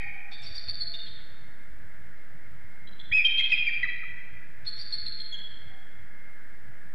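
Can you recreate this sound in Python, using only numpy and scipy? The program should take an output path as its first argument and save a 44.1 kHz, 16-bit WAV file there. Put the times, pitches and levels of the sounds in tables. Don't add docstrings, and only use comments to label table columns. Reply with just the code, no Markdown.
import sys
import numpy as np
from scipy import signal
from scipy.fft import rfft, irfft, next_fast_len
from scipy.io import wavfile
from scipy.ndimage import uniform_filter1d

SR = 44100
rng = np.random.default_rng(int(sys.argv[2]) if len(sys.argv) > 2 else 0)


def transcribe(u):
    v = np.clip(np.atleast_2d(u).T, -1, 1)
    q = np.round(v * 32767).astype(np.int16)
    wavfile.write(sys.argv[1], SR, q)


def natural_amplitude(level_db):
    exponent = np.asarray(level_db, float) / 20
    return 10 ** exponent


N = 306054
LEAD = round(.6 * SR)

# [t/s, length/s, buzz f/Hz, beak f/Hz, peak level/dB]
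CHATTER_NOTES = [(.318, 0.048, 895, 4020, -45), (.428, 0.03, 903, 5000, -46), (.456, .03, 904, 4380, -38),
                 (.547, 0.0278, 933, 4970, -37), (.578, 0.014, 898, 4750, -28),
                 (.682, 0.027, 894, 4300, -26.5), (.805, 0.028, 870.5, 4220, -27),
                 (.937, 0.021, 906, 3770, -32), (1.064, 0.019, 839, 3790, -40.5),
                 (2.870, 0.016, 664, 3650, -45.5), (2.992, 0.019, 673, 3570, -38.5),
                 (3.115, 0.019, 656, 3384, -31.5), (3.247, 0.022, 632.6, 3050, -15),
                 (3.378, 0.031, 643, 2963, -19.5), (4.663, 0.032, 866, 4130, -30.5),
                 (4.786, 0.044, 905, 4690, -36), (4.922, 0.032, 876, 4230, -27.5),
                 (5.061, 0.031, 855, 4100, -29), (5.198, 0.018, 846, 3930, -31.5)]
STEADY_DB, STEADY_SPAN_DB, STEADY_FLOOR = -18, 9, .3
GLIDE_SHARE, RASP_SHARE = 0.07, .42


def chatter(track):
    order = np.arange(3, 8)[:, None]
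    flutter = signal.butter(6, 220, fs=SR, output="sos")
    treble = signal.butter(4, 6000, "high", fs=SR, output="sos")
    for s, length, buzz_hz, beak_hz, peak_db in CHATTER_NOTES:
        unrest = np.clip((STEADY_DB - peak_db) / STEADY_SPAN_DB, STEADY_FLOOR, 1)
        along, shape, quaver = note(length, attack_s=.005, release_s=.012)
        glide = GLIDE_SHARE * unrest * (np.sqrt(along) - .65)
        pitch_hz = buzz_hz * (1 + glide + .005 * quaver)
        phase = 2 * np.pi * np.cumsum(pitch_hz) / SR
        beak = 1 / (1 + ((order * buzz_hz - beak_hz) / 400) ** 2) ** 2.1
        wobble = rms_one(signal.sosfilt(flutter, rng.standard_normal((2, 5, 4000))))
        in_phase, quadrature = RASP_SHARE * unrest * wobble[..., -len(along):]
        partials = (1 + in_phase) * np.sin(order * phase) + quadrature * np.cos(order * phase)
        voice = rms_one((beak * partials).sum(axis=0)) / np.sqrt(2)
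        octave = signal.sosfilt(treble, voice ** 2)
        add(track, s, natural_amplitude(peak_db) * shape * (voice + natural_amplitude(-30) * octave))


# [t/s, length/s, first f/Hz, held f/Hz, peak level/dB]
SQUEAL_NOTES = [(-.42, .044, 3500, 3140, -37.5), (-.33, .058, 2000, 2500, -25.5),
                (-.2, 0.045, 2600, 2375, -26), (-.16, 0.026, 2500, 2226, -29),
                (-.26, 0.0097, 2012, 1900, -18), (3.117, 0.094, 1890, 2575, -19),
                (3.519, 0.026, 2854, 2500, -18), (3.667, 0.021, 2290, 2372, -20.5),
                (3.685, 0.014, 2230, 1894, -33), (3.83, 0.0157, 2180, 1970, -19.5),
                (3.852, .016, 1560, 1245, -48.5), (4.03, 0.015, 1590, 1280, -47),
                (3.376, 0.011, 4350, 4080, -42.5), (3.396, 0.015, 2500, 2123, -27.5),
                (3.519, 0.011, 2320, 1998, -32), (0.938, .014, 2930, 2840, -51),
                (3.114, 0.013, 1660, 1968, -31.5), (5.321, 0.0286, 3540, 3320, -33.5)]
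OVERTONE_LEVELS = (-25.5, -44.5)
SAG_SHARE, SAG_PER_S, SAG_GONE_HZ = 0.17, 1.3, 3500


def squeals(track):
    for s, length, first_hz, held_hz, peak_db in SQUEAL_NOTES:
        low_sag = SAG_SHARE * max(1 - held_hz / SAG_GONE_HZ, 0)
        last_hz = held_hz * (1 - low_sag - SAG_PER_S * length)
        along, shape, quaver = note(length, attack_s=0.14 * length, release_s=0.12 * length)
        slide_on = (first_hz - held_hz) * np.exp(-along / .09)
        slide_off = (last_hz - held_hz) * along ** 6
        pitch_hz = held_hz + slide_on + slide_off
        phase = 2 * np.pi * np.cumsum(pitch_hz * (1 + 0.0094 * quaver)) / SR
        effort = np.exp(-((pitch_hz / held_hz - 1) / .07) ** 2)
        overtones = sum(natural_amplitude(db) * np.sin((k + 2) * phase) for k, db in enumerate(OVERTONE_LEVELS))
        add(track, s, natural_amplitude(peak_db) * shape * (np.sin(phase) + effort * overtones))


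# [t/s, length/s, rms level/dB, open-beak brightness/dB]
PUFF_NOTES = [(0.311, .049, -49.5, -8.5), (.421, 0.068, -50.5, 3), (0.542, 0.05, -49.5, 2.5),
              (0.674, 0.04, -47, -9), (0.93, 0.042, -49.5, -10), (1.064, .04, -55, -12),
              (3.245, 0.041, -47, 1), (3.37, .054, -48, -4.5), (3.488, 0.05, -49, -2.5),
              (4.648, .06, -53, -1), (4.765, 0.072, -53.5, 4), (4.91, 0.06, -52, 0),
              (5.057, 0.026, -47, -7), (5.172, 0.06, -56, -12)]
# [f/Hz, width/Hz, level/dB]
THROAT_MODES = [(2500, 1100, 17), (3654, 320, 20.5), (4500, 940, 17.5), (5300, 460, 11), (7690, 830, -5)]
GAPE_HZ = 5000


def puffs(track):
    for s, length, level_db, bright_db in PUFF_NOTES:
        along, shape, quaver = note(length, attack_s=.005, release_s=.025)
        air = rng.standard_normal(4000)
        out = 0
        for hz, width_hz, gain_db in THROAT_MODES:
            mode_db = gain_db + bright_db * (hz > GAPE_HZ)
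            out = out + natural_amplitude(mode_db) * resonance(air, hz, width_hz)
        add(track, s, natural_amplitude(level_db) * shape * rms_one(out)[-len(shape):])


# [t/s, level/dB]
BEAK_CLACKS = [
    (.421, -52),
    (.545, -59),
    (3.247, -49),
    (3.395, -45),
    (3.520, -49),
    (4.700, -57),
    (.940, -63),
    (1.068, -65),
]


def clacks(track):
    bright = signal.butter(5, [2000, 8300], "band", fs=SR, output="sos")
    for s, level_db in BEAK_CLACKS:
        crack = rng.standard_normal(900) * np.exp(-np.arange(900) / SR / .004)
        add(track, s, natural_amplitude(level_db) * signal.sosfilt(bright, crack))


# [delay t/s, level/dB]
SLAPS = [(.006, -20), (.013, -5), (.049, -12), (0.058, -5.5), (0.071, -20.5), (0.088, -14), (.12, -22)]
# [f/Hz, t60/s]
TAIL_T60 = [(1000, 0.58), (2000, 1.66), (3200, 1.24), (4500, 0.91), (5600, 0.47), (8000, 0.2)]
# [f/Hz, level/dB]
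RETURN_COLOUR = [(1200, -13), (2000, -3.5), (2600, 1), (3400, 3), (4500, 2.5), (5600, 0), (8000, 7)]


def wood(x, tail_db, build_s):
    t = np.arange(round(1.8 * SR)) / SR
    slaps = np.zeros(len(t))
    for delay_s, level_db in SLAPS:
        slaps[round(delay_s * SR)] += natural_amplitude(level_db)
    leaves = natural_amplitude(tail_db) * rng.standard_normal(len(t)) * (1 - np.exp(-(t / build_s) ** 2))
    answer = np.zeros(len(t))
    for hz, band in bands(slaps + leaves, 500, 2):
        answer += band * natural_amplitude(at_hz(RETURN_COLOUR, hz) - 60 * t / at_hz(TAIL_T60, hz))
    answer[0] += 1
    return signal.fftconvolve(x, answer)[LEAD:LEAD + N]


# [t/s, length/s, f/Hz, width/Hz, rms level/dB]
FAR_HOOTS = [
    (-.1, 0.65, 800, 94, -58.5),
    (0.391, 0.79, 674, 21, -64.5),
    (5.598, 0.45, 768, 10, -69.5),
    (1.249, 1.38, 2123, 6.2, -64),
    (2.547, 0.65, 2129, 8.8, -62.5),
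    (4.297, 2.7, 2122, 4.4, -64),
    (4.399, 2.9, 1683, 105, -64),
]


def far_tones():
    track = np.zeros(N + LEAD)
    for s, length, hz, width_hz, level_db in FAR_HOOTS:
        t = np.arange(round(length * SR)) / SR
        tone = resonance(rng.standard_normal(3 * SR), hz, width_hz)[-len(t):]
        swell = np.clip(np.minimum(t / 0.017, (length - t) / 0.24), 0, 1)
        add(track, s, natural_amplitude(level_db) * tone * swell)
    return track[LEAD:]


# [t/s, peak level/dB]
AIR_HEAVES = [(.12, -52), (.53, -50), (.68, -60), (0.811, -51), (1.209, -52), (1.721, -49.5), (1.95, -58),
              (2.48, -58), (2.9, -54), (3.13, -54.5), (3.29, -53), (3.46, -56.5), (3.611, -55), (3.84, -61),
              (4.339, -57), (5.089, -56), (5.57, -57), (5.73, -57), (6.1, -58), (6.55, -59)]
# [t/s, peak level/dB]
AIR_GUSTS = [(.07, -52), (.44, -53), (.51, -52), (.69, -48), (.85, -49), (1.131, -53), (1.33, -55),
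             (1.45, -53), (1.839, -51.5), (2.07, -53), (2.36, -55.5), (2.54, -48.5), (2.65, -53.5),
             (2.839, -53), (3.12, -47), (3.42, -57.5), (3.6, -52), (3.82, -50.5), (3.96, -53), (4.119, -52),
             (4.341, -53.5), (4.459, -56.5), (4.61, -51.5), (4.79, -55), (5.04, -46.5), (5.561, -55),
             (5.67, -51), (6.009, -53.5), (6.68, -52.5), (6.87, -60.5)]
CALM_DB, GUST_RISE_DB_PER_S, GUST_FALL_DB_PER_S = -68, 153.5, 149


def rumble():
    out = np.zeros(N)
    for low_hz, high_hz, rows in ((22.6, 50, AIR_HEAVES), (60.4, 145, AIR_GUSTS)):
        s, peak_db = np.transpose(rows)[..., None]
        late_s = np.arange(0, N + 100, 100) / SR - s
        drop_db = np.maximum(late_s * GUST_FALL_DB_PER_S, -late_s * GUST_RISE_DB_PER_S)
        gust_db = np.maximum((peak_db - drop_db).max(axis=0), CALM_DB)
        level_db = np.interp(np.arange(N) / 100, np.arange(len(gust_db)), gust_db)
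        thud = signal.butter(3, [low_hz, high_hz], "band", fs=SR, output="sos")
        low = signal.sosfilt(thud, rng.standard_normal(N + SR))[SR:]
        out += natural_amplitude(level_db) * rms_one(low)
    return out


# [f/Hz, rms level/dB]
MAINS = [(60, -65), (120, -70.5), (180, -73.5)]


def hum():
    t = np.arange(N) / SR
    return sum(natural_amplitude(db) * np.sqrt(2) * np.sin(2 * np.pi * hz * t) for hz, db in MAINS)


# [f/Hz, density level/dB]
NIGHT_SPECTRUM = [(100, -22), (170, -2), (208, -7.5), (433, -14), (472, -15.5), (553, -12.5), (667, -15),
                  (1090, -19), (1650, -5), (1960, -7.5), (2140, -9.5), (2540, -23), (5300, -33),
                  (6890, -63), (11700, -120)]


def night():
    return flickering_noise(NIGHT_SPECTRUM, level_db=-55)


# [f/Hz, density level/dB]
HISS_SPECTRUM = [(4200, -32), (5300, -20.5), (5700, -1.5), (6400, -7.5), (7000, -6), (7600, -0.3),
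                 (8300, 1), (8900, -3), (9600, -8), (10400, -3), (12500, -2), (14000, -1.5), (15000, -17),
                 (15400, -37)]


def hiss():
    return flickering_noise(HISS_SPECTRUM, level_db=-74)


# [f/Hz, spread level/dB]
FLICKER = [(30, 2.0), (120, 1.5), (300, .7), (2000, .5), (15000, .3)]


def flickering_noise(spectrum, level_db):
    size = next_fast_len(N)
    colour = natural_amplitude(at_hz(spectrum, np.fft.rfftfreq(size, 1 / SR)))
    noise = irfft(rfft(rng.standard_normal(size)) * colour, size)
    together = drift(4.2, count=size)
    out = np.zeros(size)
    for hz, band in bands(noise, 29.5, 1.0):
        wander = 0.28 * together + drift(4.4, count=size)
        out += band * natural_amplitude(at_hz(FLICKER, hz) * wander)
    return natural_amplitude(level_db) * rms_one(out[:N])


def note(length, attack_s, release_s):
    t = np.arange(round(length * SR)) / SR
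    shape = np.clip(np.minimum(t / attack_s, (length - t) / release_s), 0, 1)
    knots = np.interp(np.arange(8000) / SR * 350, np.arange(70), rng.standard_normal(70))
    quaver = uniform_filter1d(knots, size=90)[:len(t)]
    return t / length, np.sin(np.pi / 2 * shape) ** 2, quaver


def resonance(x, hz, width_hz):
    r = np.exp(-np.pi * width_hz / SR)
    for _ in range(2):
        x = signal.lfilter([1 - r], [1, -2 * r * np.cos(2 * np.pi * hz / SR), r * r], x)
    return rms_one(x)


def rms_one(x):
    return x / np.sqrt(np.mean(x ** 2) + 1e-20)


def at_hz(points, hz):
    point_hz, value = np.transpose(points)
    return np.interp(np.log(hz + 1), np.log(point_hz), value)


def drift(rate_hz, count):
    knots = rng.standard_normal(int(count / SR * 60) + 8)
    r = np.exp(-2 * np.pi * rate_hz / 60)
    knots = signal.lfilter([np.sqrt(1 - r * r)], [1, -r], knots)
    return np.interp(np.arange(count) * 60 / SR, np.arange(len(knots)), knots)


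def bands(x, low_hz, per_octave):
    spectrum = rfft(x)
    step = np.log2(np.fft.rfftfreq(len(x), 1 / SR) / low_hz + 1e-9) * per_octave
    for k in range(int(np.log2(16000 / low_hz) * per_octave) + 2):
        weight = np.clip(1 - abs(step - k), 0, 1)
        yield low_hz * 2 ** (k / per_octave), irfft(spectrum * weight, len(x))


def add(track, s, sound):
    at = LEAD + round(s * SR)
    track[at:at + len(sound)] += sound[:len(track) - at]


def scene():
    birds = np.zeros(N + LEAD)
    for source in (chatter, squeals, puffs, clacks):
        source(birds)
    housing = signal.iirpeak(6200, 5.8, fs=SR)
    birds = birds - 0.57 * signal.lfilter(*housing, birds)
    far = far_tones() + rumble() + hum() + night() + hiss()
    mono = wood(birds, tail_db=-35, build_s=.042) + far
    return np.array([mono, mono])


def roll_off(x):
    return signal.sosfilt(signal.butter(12, 15150, fs=SR, output="sos"), x)


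def record(dry):
    side = signal.sosfilt(signal.butter(8, 280, "high", fs=SR, output="sos"), dry[0])
    for lag in (131, 223, 347):
        ends = np.zeros(lag + 1)
        ends[0], ends[-1] = 1, -.6
        side = signal.lfilter(ends[::-1], ends, side)
    bias = .0513
    mix = dry + natural_amplitude(-22) * side * [[1], [-1]] + bias
    return roll_off(mix)


dry = scene()
out = record(dry)
transcribe(out)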